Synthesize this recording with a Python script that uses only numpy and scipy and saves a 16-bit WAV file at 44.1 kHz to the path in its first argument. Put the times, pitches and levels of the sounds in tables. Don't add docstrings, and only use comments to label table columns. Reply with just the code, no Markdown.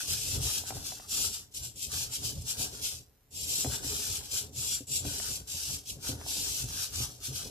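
import sys
import numpy as np
from scipy import signal
from scipy.fft import rfft, irfft
from scipy.io import wavfile
from scipy.ndimage import uniform_filter1d

SR = 44100
rng = np.random.default_rng(int(sys.argv[2]) if len(sys.argv) > 2 else 0)


def dump(signal):
    limited = np.clip(np.atleast_2d(signal).T, -1, 1)
    pcm = np.round(limited * 32767).astype(np.int16)
    wavfile.write(sys.argv[1], SR, pcm)


N = 330750
TIME = np.arange(N) / SR


def gain_of(db):
    return 10 ** (np.asarray(db) / 20)


def unit_rms(x):
    return x / np.sqrt(np.mean(x ** 2) + 1e-20)


def power_sum_db(levels_db):
    return 10 * np.log10(sum(gain_of(db) ** 2 for db in levels_db))


def curve_at(points, hz):
    f, value = np.transpose(points)
    return np.interp(np.log(hz + 1), np.log(f + 1), value)


def equalise(x, points):
    log_gain = np.log(gain_of(curve_at(points, abs(np.fft.fftfreq(4096, 1 / SR)))))
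    taps = np.fft.ifft(np.exp(np.conj(signal.hilbert(log_gain)))).real[:2048]
    return signal.oaconvolve(x, taps[None], axes=-1)[:, :N]


def drift(seconds):
    size = max(int(seconds * SR), 1)
    return unit_rms(uniform_filter1d(uniform_filter1d(rng.standard_normal(N), size), size))


def resonate(x, hz, width):
    return signal.lfilter(*signal.iirpeak(hz, hz / width, SR), x)


def moving_resonance(x, hz, width):
    carrier = np.exp(2j * np.pi * np.cumsum(hz) / SR)
    pole = [1, -np.exp(-np.pi * width / SR)]
    return (carrier * signal.lfilter([1], np.convolve(pole, pole), x / carrier)).real


def clicks(rows):
    out = np.zeros(N)
    for s, db in rows:
        out[round(s * SR)] += gain_of(db)
    return out


def soften(x, samples):
    push = signal.windows.hann(samples)
    push = (push / push.sum()).reshape((1,) * (x.ndim - 1) + (-1,))
    return signal.oaconvolve(x, push, axes=-1)[..., :N]


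def ring(x, modes):
    return sum(gain_of(db) * resonate(x, hz, width) * SR / (2 * np.pi * width)
               for hz, width, db in modes)


# (frequency [Hz], left-right coherence [0..1])
COHERENCE = [(60, 1), (240, 0.55), (950, 0.35), (3760, 0.055)]

def stereo_noise():
    common, apart = rfft(rng.standard_normal((2, N)))
    alike = curve_at(COHERENCE, np.fft.rfftfreq(N, 1 / SR))
    return irfft(np.array([common, np.sqrt(alike) * common + np.sqrt(1 - alike) * apart]), N)


# (frequency [Hz], gain [dB])
AIR_EQ = [(40, 15.5), (150, -2.5), (500, -13.5), (2000, -14.5), (8000, -24), (14500, -10)]

def room_tone():
    return gain_of(-63) * unit_rms(equalise(stereo_noise(), AIR_EQ))


# (up to speed [s], hold [s], effort as the hold starts [dB], effort as it ends [dB],
# case ring re effort [dB], grind re effort [dB])
SERVO_MOVES = [(0.01, 0.046, -37.0, -42, -35, -21), (0.101, 0.034, -33.5, -32, -16, -21.5),
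               (0.185, 0.17, -38.5, -35.5, -10, -23), (0.443, 0.14, -33.5, -34, -16, -20.5),
               (0.691, 0.0038, -38.5, -41.0, -11, -12.5), (0.764, 0.056, -44, -50, -13, -12),
               (0.868, 0.11, -39, -49, -20, -16), (1.019, 0.032, -53.0, -54, -24, -11),
               (1.13, 0.13, -34.0, -32, -9, -22.5), (1.346, 0.065, -38.0, -50, -8.5, -22.5),
               (1.577, 0.005, -38.5, -41.5, -11, -34), (1.647, 0.011, -41.5, -40.5, -5, -27),
               (1.786, 0.051, -46.5, -35.5, -9, -58), (1.941, 0.093, -35.5, -36, -17, -22),
               (2.152, 0.0057, -34.5, -36, -10, -23), (2.258, 0.042, -35.0, -39, -10.5, -22.5),
               (2.369, 0.053, -51.5, -50.5, -25, -35), (2.499, 0.0065, -35, -33.0, -11, -23.5),
               (2.613, 0.022, -33, -33, -15, -21.5), (2.743, 0.074, -46.5, -49.5, -14, -15),
               (2.855, 0.12, -33, -48.5, -16, -24.5), (3.367, 0.074, -43, -38, -9, -47),
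               (3.5, 0.12, -35, -33, -5, -25), (3.653, 0.1, -43.5, -35.5, -8, -14.5),
               (3.859, 0.31, -37.5, -36.5, -11.5, -16.5), (4.257, 0.0051, -45.5, -46.5, -22, -15),
               (4.339, 0.049, -35.5, -33.5, -9, -22), (4.588, 0.16, -38.5, -34.5, -3.5, -25.5),
               (4.928, 0.038, -36.5, -32, -1.5, -36.5), (5.07, 0.29, -39.5, -38.5, -11, -16.5),
               (5.51, 0.24, -39.5, -38, -13, -23), (5.904, 0.0058, -38.5, -42, -15, -31),
               (6.056, 0.036, -39.5, -34.5, -28, -14.5), (6.213, 0.06, -51.5, -51.5, -25, -5.5),
               (6.3, 0.32, -35.5, -37, -12, -21.5), (6.699, 0.14, -43.5, -34, -38, -17.5),
               (6.959, 0.077, -38, -35.5, -21, -16.5), (7.115, 0.07, -52, -59, -13, -19),
               (7.261, 0.027, -37, -42.5, -19, -21.5), (7.366, 0.11, -37.5, -47.5, -26, -17)]

def servo_envelopes():
    rise_db_per_s, rise_db_per_s2, fall_db_per_s, rest_db = 90, 4900, 270, -80
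    moves_db = []
    for s, hold, first_db, last_db, *_ in SERVO_MOVES:
        early, late = np.maximum(s - TIME, 0), np.maximum(TIME - s - hold, 0)
        held_db = np.interp(TIME, [s, s + hold], [first_db, last_db])
        moves_db.append(held_db - rise_db_per_s * early - rise_db_per_s2 * early ** 2
                        - fall_db_per_s * late)
    loudest = np.array(SERVO_MOVES)[np.argmax(moves_db, axis=0)]
    case_db, grind_db = uniform_filter1d(loudest[:, 4:].T, size=900)
    return power_sum_db(moves_db + [rest_db]) + pause_before_kick_db(), case_db, grind_db


# (tooth rate at -39 dB effort [1/s], joins at effort [dB],
# left over right [dB], left lag [ms])
SERVO_VOICES = [(705.5, -91, -1.5, .1), (816.3, -70.5, 6, -0.37), (610.6, -46, 3.5, 0.29),
                (928, -45, 3, -.15), (548.2, -38, 6, 0.38)]

def gear_teeth(effort_db):
    out = np.zeros((2, N))
    for rate, join_db, pan_db, lag_ms in SERVO_VOICES:
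        speed = rate * gain_of(.35 * (effort_db + 39) + 1.3 * drift(.03) + 1.1 * drift(.002))
        hits = np.diff(np.floor(np.cumsum(speed) / SR), prepend=0)
        strength = gain_of(2.25 * rng.standard_normal(N) + 1.95 * drift(.0044))
        hiss = .62 * rng.standard_normal(N)
        fade_in = np.clip((effort_db - join_db) / 8, 0, 1)
        ticks = fade_in * (hits * strength / np.sqrt(speed / SR) + hiss)
        lag = (lag_ms + .12 * drift(.15)) * SR / 1000
        left = ticks[np.clip(np.arange(N) - lag.astype(int), 0, N - 1)]
        out += [left * gain_of(pan_db / 2), ticks * gain_of(-pan_db / 2)]
    power = uniform_filter1d((out ** 2).mean(0), size=1500)
    return out / np.sqrt(power + 1e-12)


# (frequency [Hz], gain [dB])
TOOTH_EQ = [(2600, -4), (4000, 0), (6000, 3.5), (8500, -0.5), (13500, -4), (15000, -15.5)]
# (frequency [Hz], width [Hz], level re the buzz before the low cut [dB])
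SHELL_PANELS = [(3130, 2700, -21.5), (5510, 2330, -16)]

def servo_buzz(effort_db, case_db):
    teeth = gear_teeth(effort_db)
    buzz = unit_rms(equalise(teeth, TOOTH_EQ))
    case_hz = 7260 + 60.3 * drift(.018)
    buzz += gain_of(case_db) * unit_rms(moving_resonance(teeth, case_hz, width=890))
    for hz, width, db in SHELL_PANELS:
        swell = gain_of(db + 2.5 * drift(.09))
        buzz += swell * unit_rms(moving_resonance(teeth, hz * (1 + .025 * drift(.12)), width))
    low_cut = signal.butter(9, 2450, "high", fs=SR, output="sos")
    return signal.sosfilt(low_cut, buzz) * gain_of(effort_db)


def gear_grind(level_db):
    limbs_hz, width_hz, slips_per_s = (894, 1210, 1459), 430, 900
    slips = rng.standard_normal((2, N)) * (rng.random(N) < slips_per_s / SR)
    slips *= gain_of(1.6 * drift(.026))
    bands = [resonate(resonate(slips, hz, width_hz), hz, width_hz) for hz in limbs_hz]
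    chatter = unit_rms(sum(gain_of(3 * drift(.04)) * band for band in bands))
    power = uniform_filter1d(gain_of(level_db) ** 2, int(.045 * SR))
    return np.sqrt(abs(power)) * chatter


def shake_envelope(lurches, floor_db, rise_db_per_s, fall_db_per_s):
    peaks_db = [db - rise_db_per_s * np.maximum(s - TIME, 0) - fall_db_per_s * np.maximum(TIME - s, 0)
                for s, db in lurches]
    return gain_of(power_sum_db(peaks_db + [floor_db]))


# (frequency [Hz], width [Hz], gain [dB])
BENCH_TOP_MODES = [(61, 28.5, -1), (81.2, 17, 0.5), (115.6, 21.7, -1), (221.3, 28, 2), (284.8, 14.6, 5.5),
                   (425, 66, 1), (510, 93, -6.5)]
# (frequency [Hz], width [Hz], gain [dB])
LOOSE_PART_MODES = [(744, 73, -1), (906, 124, -6)]
# (time [s], rumble level [dB], drumming level [dB])
BODY_LURCHES = [(0.141, -41, -59), (0.363, -32, -47), (0.757, -36.5, -46.5), (1.271, -47.5, -58),
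                (1.6, -47.5, -61.5), (1.973, -43.5, -60), (2.227, -43, -52), (2.361, -39, -59),
                (2.607, -38.5, -45.5), (2.951, -50, -65), (3.379, -50, -58.5), (3.677, -34, -45),
                (3.898, -43, -49.5), (4.117, -45, -53.5), (4.42, -48, -53.5), (4.595, -43.5, -65),
                (4.923, -47, -70), (5.064, -39, -46), (5.315, -43.5, -57.5), (5.693, -43, -56),
                (5.918, -46, -58), (6.106, -39, -45.5), (6.398, -44, -76), (6.64, -35.5, -53),
                (6.987, -37.5, -49.5), (7.33, -40, -53.5), (7.466, -51, -50)]

def bench_shake(effort_db):
    shake = stereo_noise() * gain_of(2.8 * drift(.02))
    modes = [gain_of(db) * resonate(resonate(shake, hz, width), hz, 2 * width)
             for hz, width, db in BENCH_TOP_MODES]
    taps = (rng.random((2, N)) < 900 / SR) * gain_of(5 * rng.standard_normal((2, N)))
    taps *= rng.choice([-1., 1.], (2, N))
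    rattle = unit_rms(ring(soften(taps, samples=10), LOOSE_PART_MODES))
    rumble = unit_rms(sum(modes[:3]))
    drumming = unit_rms(unit_rms(sum(modes[3:])) + gain_of(-8.5) * rattle)
    motor_power = abs(uniform_filter1d(gain_of(effort_db) ** 2, int(.15 * SR)))
    motor_db = 10 * np.log10(motor_power + 1e-12) + 40
    times, rumble_db, drumming_db = np.transpose(BODY_LURCHES)
    rumble *= shake_envelope(zip(times, rumble_db), -54.5 + .8 * motor_db,
                             rise_db_per_s=276, fall_db_per_s=102)
    drumming *= shake_envelope(zip(times, drumming_db), -61.5 + 1.62 * motor_db,
                               rise_db_per_s=189, fall_db_per_s=61)
    return rumble + drumming


# (time [s], relative level [dB], tilt above 125 Hz [dB/octave])
FOOT_LANDINGS = [(0.353, -17, -24), (0.77, -41, -16), (2.597, -34.5, 6), (3.648, -35.5, 15),
                 (3.698, -38, -2), (3.846, -29, 3), (4.806, -31.5, 5), (5.05, -18.5, -4.5),
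                 (6.092, -18, -1), (6.129, -21, -6), (6.64, -20, -26), (7.003, -18, -18), (7.284, -21, -18)]

def foot_thuds():
    judder_s, fade_db = .00789, 2.6
    out = np.zeros(N)
    for hz, width, mode_db in BENCH_TOP_MODES[1:]:
        octaves = np.log2(max(hz / 125, 1))
        bumps = [(s + judder_s * k, db - fade_db * k + tilt * octaves)
                 for s, db, tilt in FOOT_LANDINGS for k in range(4)]
        out += ring(soften(clicks(bumps), samples=100), [(hz, width, mode_db - 18)])
    return out


# (time [s], relative level [dB], snap re that level [dB])
LOOSE_PART_HITS = [(0.637, -30.5, -7), (0.706, -23, 7), (0.723, -27, -12), (0.768, -31.5, -14),
                   (0.921, -30.5, 7), (0.998, -33.5, 7), (3.646, -24.5, 8), (3.662, -26, -10),
                   (5.051, -30, 1), (5.2, -29.5, 14), (6.213, -29.5, 6), (6.264, -30.5, -5)]

def loose_knocks():
    body = soften(clicks((s, db) for s, db, _ in LOOSE_PART_HITS), samples=44)
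    snap = soften(clicks((s, db + snap_db) for s, db, snap_db in LOOSE_PART_HITS), samples=16)
    return ring(body, LOOSE_PART_MODES) + ring(snap, [(2000, 1700, 0)])


# (frequency [Hz], width [Hz], gain [dB])
TOOTH_MODES = [(7650, 730, 9.0), (10000, 1300, 2.5)]
# (time [s], strike level of the first tooth [dB])
MOTOR_KICKS = [(1.54, -45), (1.758, -53), (3.308, -59), (4.87, -45), (5.473, -50)]

def motor_kicks():
    tooth_s = np.cumsum(1 / np.linspace(360, 750, num=18))
    strikes = [(s + age, db - 90 * age) for s, db in MOTOR_KICKS for age in tooth_s - tooth_s[0]]
    return ring(clicks(strikes), TOOTH_MODES)


def pause_before_kick_db():
    depth_db, lead_s = -8, .02
    return sum(depth_db * np.exp(-np.maximum(s - TIME, 0) / lead_s) * (TIME < s) for s, _ in MOTOR_KICKS)


# (time [s], level of the hardest strike [dB])
SLACK_TICKS = [(2.4195, -43)]

def slack_tick():
    strikes = [(s + .0008 * k, db - 4 * abs(k - 2)) for s, db in SLACK_TICKS for k in range(5)]
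    return ring(clicks(strikes), TOOTH_MODES)


def room_echoes(x):
    early_rt60_s, tail_rt60_s, pattern_s = .035, .3, .1
    size, hop = SR // 4, int(pattern_s * SR)
    age = TIME[:size]
    decay = gain_of(-60 * age / early_rt60_s) + gain_of(-24 - 60 * age / tail_rt60_s)
    window = np.sin(np.pi * np.arange(2 * hop) / (2 * hop))
    slots = np.arange(40, size - 20, 20)
    x = np.pad(x, [(0, 0), (hop, 2 * hop)])
    out = np.zeros((2, N + 3 * hop + size))
    for start in range(0, N + hop, hop):
        delays = slots + rng.integers(0, 20, (2, len(slots)))
        taps = np.zeros((2, size))
        np.put_along_axis(taps, delays, rng.choice([-1., 1.], delays.shape), 1)
        taps *= decay
        grain = x[:, start:start + 2 * hop] * window
        echo = signal.fftconvolve(grain, taps / np.linalg.norm(taps[0]), axes=1)
        out[:, start:start + echo.shape[1]] += echo
    return out[:, hop:hop + N]


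def scene():
    effort_db, case_db, grind_db = servo_envelopes()
    robot = servo_buzz(effort_db, case_db) + gear_grind(effort_db + grind_db)
    robot += gain_of(-5.5) * loose_knocks() + motor_kicks() + slack_tick()
    return room_tone() + robot + gain_of(-2) * room_echoes(robot) + bench_shake(effort_db) + foot_thuds()


# (frequency [Hz], left over right [dB])
PORT_BALANCE = [(100, -0.5), (350, 2), (800, 1.5), (5000, -2.5), (9000, 2)]

def record(dry):
    tilt = gain_of(curve_at(PORT_BALANCE, np.fft.rfftfreq(N, 1 / SR)) / 2)
    ports = irfft(rfft(dry) * [tilt, 1 / tilt], N)
    low_cut = signal.butter(3, 44., "high", fs=SR, output="sos")
    high_cut = signal.firwin(511, 14600, window=("kaiser", 9), fs=SR)
    return signal.oaconvolve(signal.sosfilt(low_cut, ports), high_cut[None], "same")


dry = scene()
out = record(dry)
dump(out)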